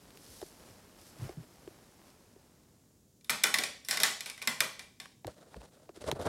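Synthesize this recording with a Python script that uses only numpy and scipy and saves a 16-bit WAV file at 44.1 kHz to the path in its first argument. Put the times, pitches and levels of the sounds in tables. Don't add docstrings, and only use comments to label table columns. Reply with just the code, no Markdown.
import sys
import numpy as np
from scipy import signal
from scipy.fft import rfft, irfft, next_fast_len
from scipy.io import wavfile

SR = 44100
rng = np.random.default_rng(int(sys.argv[2]) if len(sys.argv) > 2 else 0)


def transcribe(signal):
    frames = np.atleast_2d(signal).T
    limited = np.clip(frames, -1, 1)
    pcm = np.round(limited * 32767).astype(np.int16)
    wavfile.write(sys.argv[1], SR, pcm)


N = 277300
TIME = np.arange(N) / SR


def undb(db):
    return 10 ** (np.asarray(db) / 20)


def unit(x):
    return x / np.sqrt(np.mean(x ** 2))


def add(out, start_s, sound):
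    start = int(start_s * SR)
    out[start:start + len(sound)] += sound[:max(N - start, 0)]


def colour(x, points):
    size = 2 * next_fast_len(len(x) // 2 + 512)
    hz, db = np.transpose(points)
    log_hz = np.log(np.arange(size // 2 + 1) * SR / size + 1)
    cepstrum = irfft(np.log(undb(np.interp(log_hz, np.log(hz), db))))
    cepstrum[1:size // 2] *= 2
    cepstrum[size // 2 + 1:] = 0
    return irfft(rfft(x, size) * np.exp(rfft(cepstrum)))[:len(x)]


def walk(rate_hz):
    knots = np.arange(0, N / SR + 1, 1 / rate_hz)
    return np.interp(TIME, knots, rng.standard_normal(len(knots)))


def friction(points, grain_db):
    slips = rng.standard_normal(N) * undb(grain_db * rng.standard_normal(N))
    return unit(colour(slips, points))


def room_tone(level_db=-65):
    # frequency_hz, gain_db
    hush_eq = [(25, -33), (45, -12.5), (90, -8), (200, -8), (380, -15), (700, -27), (1300, -36.5),
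               (2400, -38.5), (4000, -34.5), (7000, -28.5), (9500, -33.5), (13500, -35), (16000, -38)]
    return undb(level_db) * unit(colour(rng.standard_normal(N), hush_eq))


def sleeve(moving_hiss_db=-67, moving_rustle_db=-60.5):
    # peak_s, half_width_s, hiss_db, rustle_db
    swishes = [(.36, 0.12, -56.5, -83), (.67, 0.086, -64, -61), (1.06, 0.056, -60, -77),
               (1.244, 0.06, -59.5, -51), (2.08, 0.048, -69, -65)]
    # frequency_hz, gain_db
    hiss_eq = [(530, -24), (900, -30), (1310, -16), (2090, -15.5), (2360, -15.5), (5280, -5), (6410, -9),
               (11700, -10), (15200, -21), (16000, -28)]
    # frequency_hz, gain_db
    rustle_eq = [(40, 4), (80, -3), (280, 1), (600, -2.5), (1200, -8.5), (3000, -15.5), (8000, -29.5)]
    slow_from_s, slowing_db_per_s, rest_s, stopping_s = 1.69, 8, 3.28, 0.69
    slowing = undb(-slowing_db_per_s * np.maximum(TIME - slow_from_s, 0))
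    motion = slowing * np.clip((rest_s - TIME) / stopping_s, 0, 1)
    hiss_power = (undb(moving_hiss_db) * motion) ** 2
    rustle_power = (undb(moving_rustle_db) * motion) ** 2
    for peak_s, half_width_s, hiss_db, rustle_db in swishes:
        swell = np.exp(-((TIME - peak_s) / half_width_s) ** 2)
        hiss_power += undb(hiss_db) ** 2 * swell
        rustle_power += undb(rustle_db) ** 2 * swell
    hiss = np.sqrt(hiss_power) * friction(hiss_eq, grain_db=5.5)
    rustle = np.sqrt(rustle_power) * friction(rustle_eq, grain_db=7.5)
    return (hiss + rustle) * undb(0.6 * walk(rate_hz=45))


def finger_rubs(grip_s=5.24, creep_groan_db=-69.5, creep_hiss_db=-74.5, release_s=0.0092, uneven_db=4.0):
    # start_s, length_s, groan_db, hiss_db
    strokes = [ (5.023, 0.1, -82, -74), (5.265, 0.016, -38, -55), (5.306, 0.015, -63, -63),
               (5.334, 0.05, -61, -70), (5.391, 0.077, -56.5, -70.5), (5.504, 0.074, -56, -68),
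               (5.599, 0.045, -52.5, -63.5), (5.73, .045, -62, -72), (5.943, 0.02, -61, -62.5),
               (5.984, 0.094, -44.5, -52.5), (6.075, 0.022, -30, -50), (6.137, 0.064, -39.5, -61.5),
               (6.202, 0.013, -33, -48), (6.239, .035, -32.5, -53)]
    # frequency_hz, gain_db
    groan_eq = [(30, -50), (70, 1), (250, -5.5), (450, -0.5), (620, 1), (850, -8.5), (1300, -12),
                (2500, -29), (6000, -60.5)]
    # frequency_hz, gain_db
    skin_eq = [(500, -46), (1400, 7.5), (2500, 1.5), (4000, 5), (6500, -1), (9500, 0), (12500, -12.5),
               (16000, -23)]
    creep = np.clip((TIME - grip_s) / release_s, 0, 1)
    groan, hiss = undb(creep_groan_db) * creep, undb(creep_hiss_db) * creep
    for start_s, length_s, groan_db, hiss_db in strokes:
        press = np.clip((TIME - start_s) / length_s, 0, 1)
        pressure = press * np.exp(-np.clip(TIME - start_s - length_s, 0, 1) / release_s)
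        groan += undb(groan_db) * pressure ** 1.05
        hiss += undb(hiss_db) * pressure ** 0.65
    rub = groan * friction(groan_eq, grain_db=5.5) + hiss * friction(skin_eq, grain_db=6.5)
    return rub * undb(uneven_db * walk(rate_hz=90))


def tick(hz, decay_s=0.0012, ring_s=0.00087, ring_gain=0.63):
    t = np.arange(SR // 50) / SR
    snap_eq = [(hz / 4, -18), (0.59 * hz, -2), (3.1 * hz, -10), (4 * hz, -20), (9 * hz, -27)]
    snap = colour(rng.standard_normal(len(t)) * np.exp(-t / decay_s), snap_eq)
    ping = ring_gain * np.sin(2 * np.pi * hz * t) * np.exp(-t / ring_s)
    sound = snap / np.max(abs(snap)) + ping
    return sound / np.max(abs(sound))


def case_ticks():
    # start_s, peak_db
    ticks = [(.106, -42), (.173, -39.5), (.265, -47), (0.4156, -38.5), (.423, -49), (5.269, -33),
             (6.115, -22), (6.2135, -34), (6.263, -29.5)]
    out = np.zeros(N)
    for start_s, peak_db in ticks:
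        add(out, start_s, undb(peak_db) * tick(hz=3800))
    return out


def finger_bumps(sag=0.17, thud_db=-11, swell_cycles=1.01):
    # start_s, level_db, pitch_hz
    touches = [ (0.286, -56, 75), (0.4163, -40.5, 734), (.4268, -32, 393), (.7, -53, 108),
               (1.193, -44, 133), (1.218, -31.5, 116), (1.243, -36, 140), (1.2925, -38.5, 650),
               (1.2937, -34, 387), (1.3714, -36.5, 160), (1.395, -41, 146), (1.6759, -36.5, 390),
               (2.362, -50, 398), (5.057, -41, 1180), (5.2463, -37, 790), (5.2527, -42, 335),
               (5.255, -42.5, 107), (5.2783, -38, 620), (5.5434, -40, 890), (5.555, -46.5, 61),
               (5.572, -46, 198), (5.5666, -44, 516), (5.6163, -47.5, 834), (5.892, -40, 660),
               (5.895, -43.5, 375), (5.972, -42.5, 374), (6.041, -33.5, 503), (6.1146, -21.5, 1000),
               (6.1237, -28, 410), (6.123, -35.5, 145), (6.276, -32.5, 250)]
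    tick_hz, tick_db, tick_db_per_octave = 1750, 7.5, 7.5
    out, t = np.zeros(N), np.arange(SR // 10) / SR
    for start_s, level_db, hz in touches:
        age = t * hz / swell_cycles
        glide_hz = hz * (1 + sag * (2 * np.exp(-age / 2) - 1))
        tone = np.sin(2 * np.pi * np.cumsum(glide_hz) / SR)
        thud_eq = [(hz / 4, -3), (hz, 0), (2 * hz, -9), (8 * hz, -40), (20 * hz, -60)]
        thud = unit(colour(rng.standard_normal(len(t)), thud_eq))
        envelope = age * np.exp(1 - age)
        add(out, start_s, undb(level_db) * envelope * (tone + undb(thud_db) * thud))
        hardness_db = tick_db_per_octave * np.log2(hz / tick_hz)
        add(out, start_s, undb(level_db + tick_db + hardness_db) * tick(tick_hz))
    return out


def room_reverb(x, wet_db=-2.5, build_s=0.0015):
    # centre_hz, gain_db, t60_s
    bands = [(59, 1, .4), (120, 6, 1), (211, 20.5, 0.36), (310, 14, 0.35), (500, 11, 0.5), (930, 6, 0.39),
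             (2200, -0.9, 0.42), (5000, -1, 0.49), (8540, -1.5, 0.38), (15000, -7, 0.26)]
    hz, db, t60 = np.transpose(bands)
    t = np.arange(int(SR * 0.7)) / SR
    spectrum = rfft(rng.standard_normal(len(t)))
    log_hz = np.log(np.arange(len(spectrum)) * SR / len(t) + 1)
    band_position = np.interp(log_hz, np.log(hz), np.arange(len(hz)))
    tail = np.zeros(len(t))
    for k in range(len(hz)):
        fade = (1 - np.exp(-(t / build_s) ** 2)) * np.exp(-np.log(1000) * t / t60[k])
        band = irfft(spectrum * np.maximum(1 - abs(band_position - k), 0), len(t))
        tail += undb(db[k]) * band * fade / np.sqrt(np.sum(fade ** 2))
    return undb(wet_db) * signal.fftconvolve(x, tail)[:N]


def tower(x):
    # pitch_hz, gain_db, t60_s
    modes = [(144, 14.5, 0.61), (202.5, 14.5, 0.15), (427, 18.5, 0.46), (486, 3, 0.41), (640.4, 16.5, 0.31),
             (1107, 3, 0.2), (1510, 6.5, 0.21), (1576, 7.5, 0.28), (1748, 7.5, 0.073), (1867, 7.5, 0.4),
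             (1986, 5.5, .35), (2263, 5.5, 0.56), (2436, -0.5, 0.36), (3020, 2, 0.3), (3400, -3, 0.7),
             (5600, -1, .26)]
    t = np.arange(SR // 2) / SR
    ring = np.zeros(len(t))
    for hz, db, t60 in modes:
        damping = np.log(1000) / t60
        ring += undb(db) * 2 * damping / SR * np.exp(-damping * t) * np.sin(2 * np.pi * hz * t)
    return signal.fftconvolve(x, ring)[:N]


def blow(tilt_eq, favoured_hz, crack_db, crack_s=0.004, snap_s=0.0013, snap_db=-3):
    # pitch_hz, level_db, t60_s
    tray_modes = [ (597, -15.5, 0.026), (1117, -17, 0.13), (1494, -9.5, 0.025), (1569, -13, 0.043),
                  (1834, -3, 0.026), (1973, -5, 0.032), (2058, -4, .036), (2310, -2.5, 0.03),
                  (2436, -4.5, 0.032), (2950, -28, 0.009), (3393, -10.5, 0.061), (3636, -3, 0.048),
                  (4130, -1.5, 0.027), (4680, -3, 0.023), (5136, -10, 0.049), (5330, -1.5, 0.034),
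                  (5870, -4.5, 0.028), (7200, -5.5, 0.014), (8100, 0.5, 0.0046), (7810, -7, 0.031),
                  (8950, -14.5, 0.0047), (10300, -11.5, 0.0071), (11500, 1.5, 0.0079),
                  (12000, -19.5, 0.013), (14500, -17, 0.014), (14800, -25, .01)]
    # frequency_hz, gain_db
    crack_eq = [(100, -20.5), (450, -17.5), (1000, -6.5), (2000, -4.5), (2800, -0.5), (5000, -3),
                (6500, -10), (9000, -7.5), (12000, -15), (13200, -13), (15500, -33.5)]
    # frequency_hz, gain_db
    snap_eq = [(700, -28.5), (3000, -27), (5000, -6.5), (6500, 4), (10000, 4), (12200, 3.5), (13200, 2.5),
               (15500, -5)]
    favour_db, favour_octaves = 7.5, 0.15
    scatter_db, wander_per_hz, build_cycles = 1.5, 4e-6, 2.1
    t = np.arange(SR // 25) / SR
    hz, db, t60 = np.transpose(tray_modes)[:, :, None]
    strength, shift, phase = rng.standard_normal((3, len(tray_modes), 1))
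    lift_db = favour_db * np.exp(-(np.log2(hz / favoured_hz) / favour_octaves) ** 2)
    gain = undb(db + lift_db + scatter_db * strength)
    hz = hz * (1 + wander_per_hz * hz * shift)
    envelope = (1 - np.exp(-t * hz / build_cycles)) * np.exp(-np.log(1000) * t / t60)
    ring = np.sum(gain * envelope * np.sin(2 * np.pi * (hz * t + phase)), axis=0)
    crack = colour(rng.standard_normal(len(t)) * np.exp(-(t / crack_s) ** 2 / 2), crack_eq)
    snap = colour(rng.standard_normal(len(t)) * np.exp(-(t / snap_s) ** 2 / 2), snap_eq)
    attack = unit(crack) + undb(snap_db) * unit(snap)
    sound = colour(unit(ring) + undb(crack_db) * attack, tilt_eq)
    return sound / np.sqrt(np.mean(sound[:SR // 125] ** 2))


def marbles(shortest_hop_s=0.014, rebound_db=-18.5, softening=0.34, spot_count=3):
    # start_s, level_db, brightness_db, send_db, favoured_hz
    hits = [ (3.21, -66, 3, -4, 2360), (3.245, -54, 4, 1.5, 3700), (3.2955, -26, -1.5, 3.5, 2400),
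            (3.303, -30, 8, -4, 2380), (3.436, -26, 6, -11, 3700), (3.4386, -19.5, 0, 0, 2320),
            (3.5410, -22, 0, -1, 1970), (3.5858, -27, -0.5, 1, 2130), (3.6364, -29.5, 0, 0.5, 2380),
            (3.8485, -48, 4.5, 4, 5400), (3.8859, -33, 3, 6.5, 2010), (3.9100, -27, 0.5, 2, 5020),
            (3.9280, -38, 0.5, 9.5, 2020), (3.9722, -29.5, -0.5, -3.5, 2060), (4.0011, -29.5, 1, 5, 2040),
            (4.0336, -20, 1, 2.5, 1920), (4.2067, -36.5, 1.5, -2, 2380), (4.2596, -39, 0, 5, 2350),
            (4.2988, -39, 2, -2.5, 2380), (4.3774, -49, -0.5, 2.5, 2050), (4.4172, -40, -2, 1, 2360),
            (4.424, -40.5, 3, -1, 2380), (4.474, -25, -0.5, 1, 1970), (4.6050, -21.5, 0, -2, 2320),
            (4.7937, -42.5, -.5, 2, 2240), (5.0004, -42, -0.5, 0.5, 3280)]
    direct = np.zeros(N)
    sends = np.zeros((spot_count, 2, N))
    hardest_db = max(hit[1] for hit in hits)
    hops_s = shortest_hop_s * (1 + 2 * rng.random(len(hits)))
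    for k, (start_s, level_db, bright_db, send_db, favoured_hz) in enumerate(hits):
        top_db = softening * (level_db - hardest_db)
        tilt_eq = [(1500, -bright_db), (3000, 0), (11000, 2 * bright_db), (15000, 2 * bright_db + top_db)]
        add(direct, start_s, undb(level_db) * blow(tilt_eq, favoured_hz, crack_db=-5.0))
        rebound = blow(tilt_eq, favoured_hz, crack_db=-1.0)
        add(direct, start_s + hops_s[k], undb(level_db + rebound_db) * rebound)
        for side in sends[k % spot_count]:
            add(side, start_s, undb(level_db + send_db) * blow(tilt_eq, favoured_hz, crack_db=1.1))
    walls = sum(room_reverb(side) for side in sends.reshape(-1, N)) / np.sqrt(2)
    return direct + tower(sends[:, 0].sum(axis=0)) + walls


def scene():
    return (room_tone() + marbles() + finger_bumps() + case_ticks() + finger_rubs() + sleeve())[None]


def record(dry, low_hz=40, top_hz=16000):
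    thinned = signal.sosfilt(signal.butter(4, low_hz, "high", fs=SR, output="sos"), dry)
    return signal.sosfilt(signal.ellip(8, 0.2, 70, top_hz, fs=SR, output="sos"), thinned)


dry = scene()
out = record(dry)
transcribe(out)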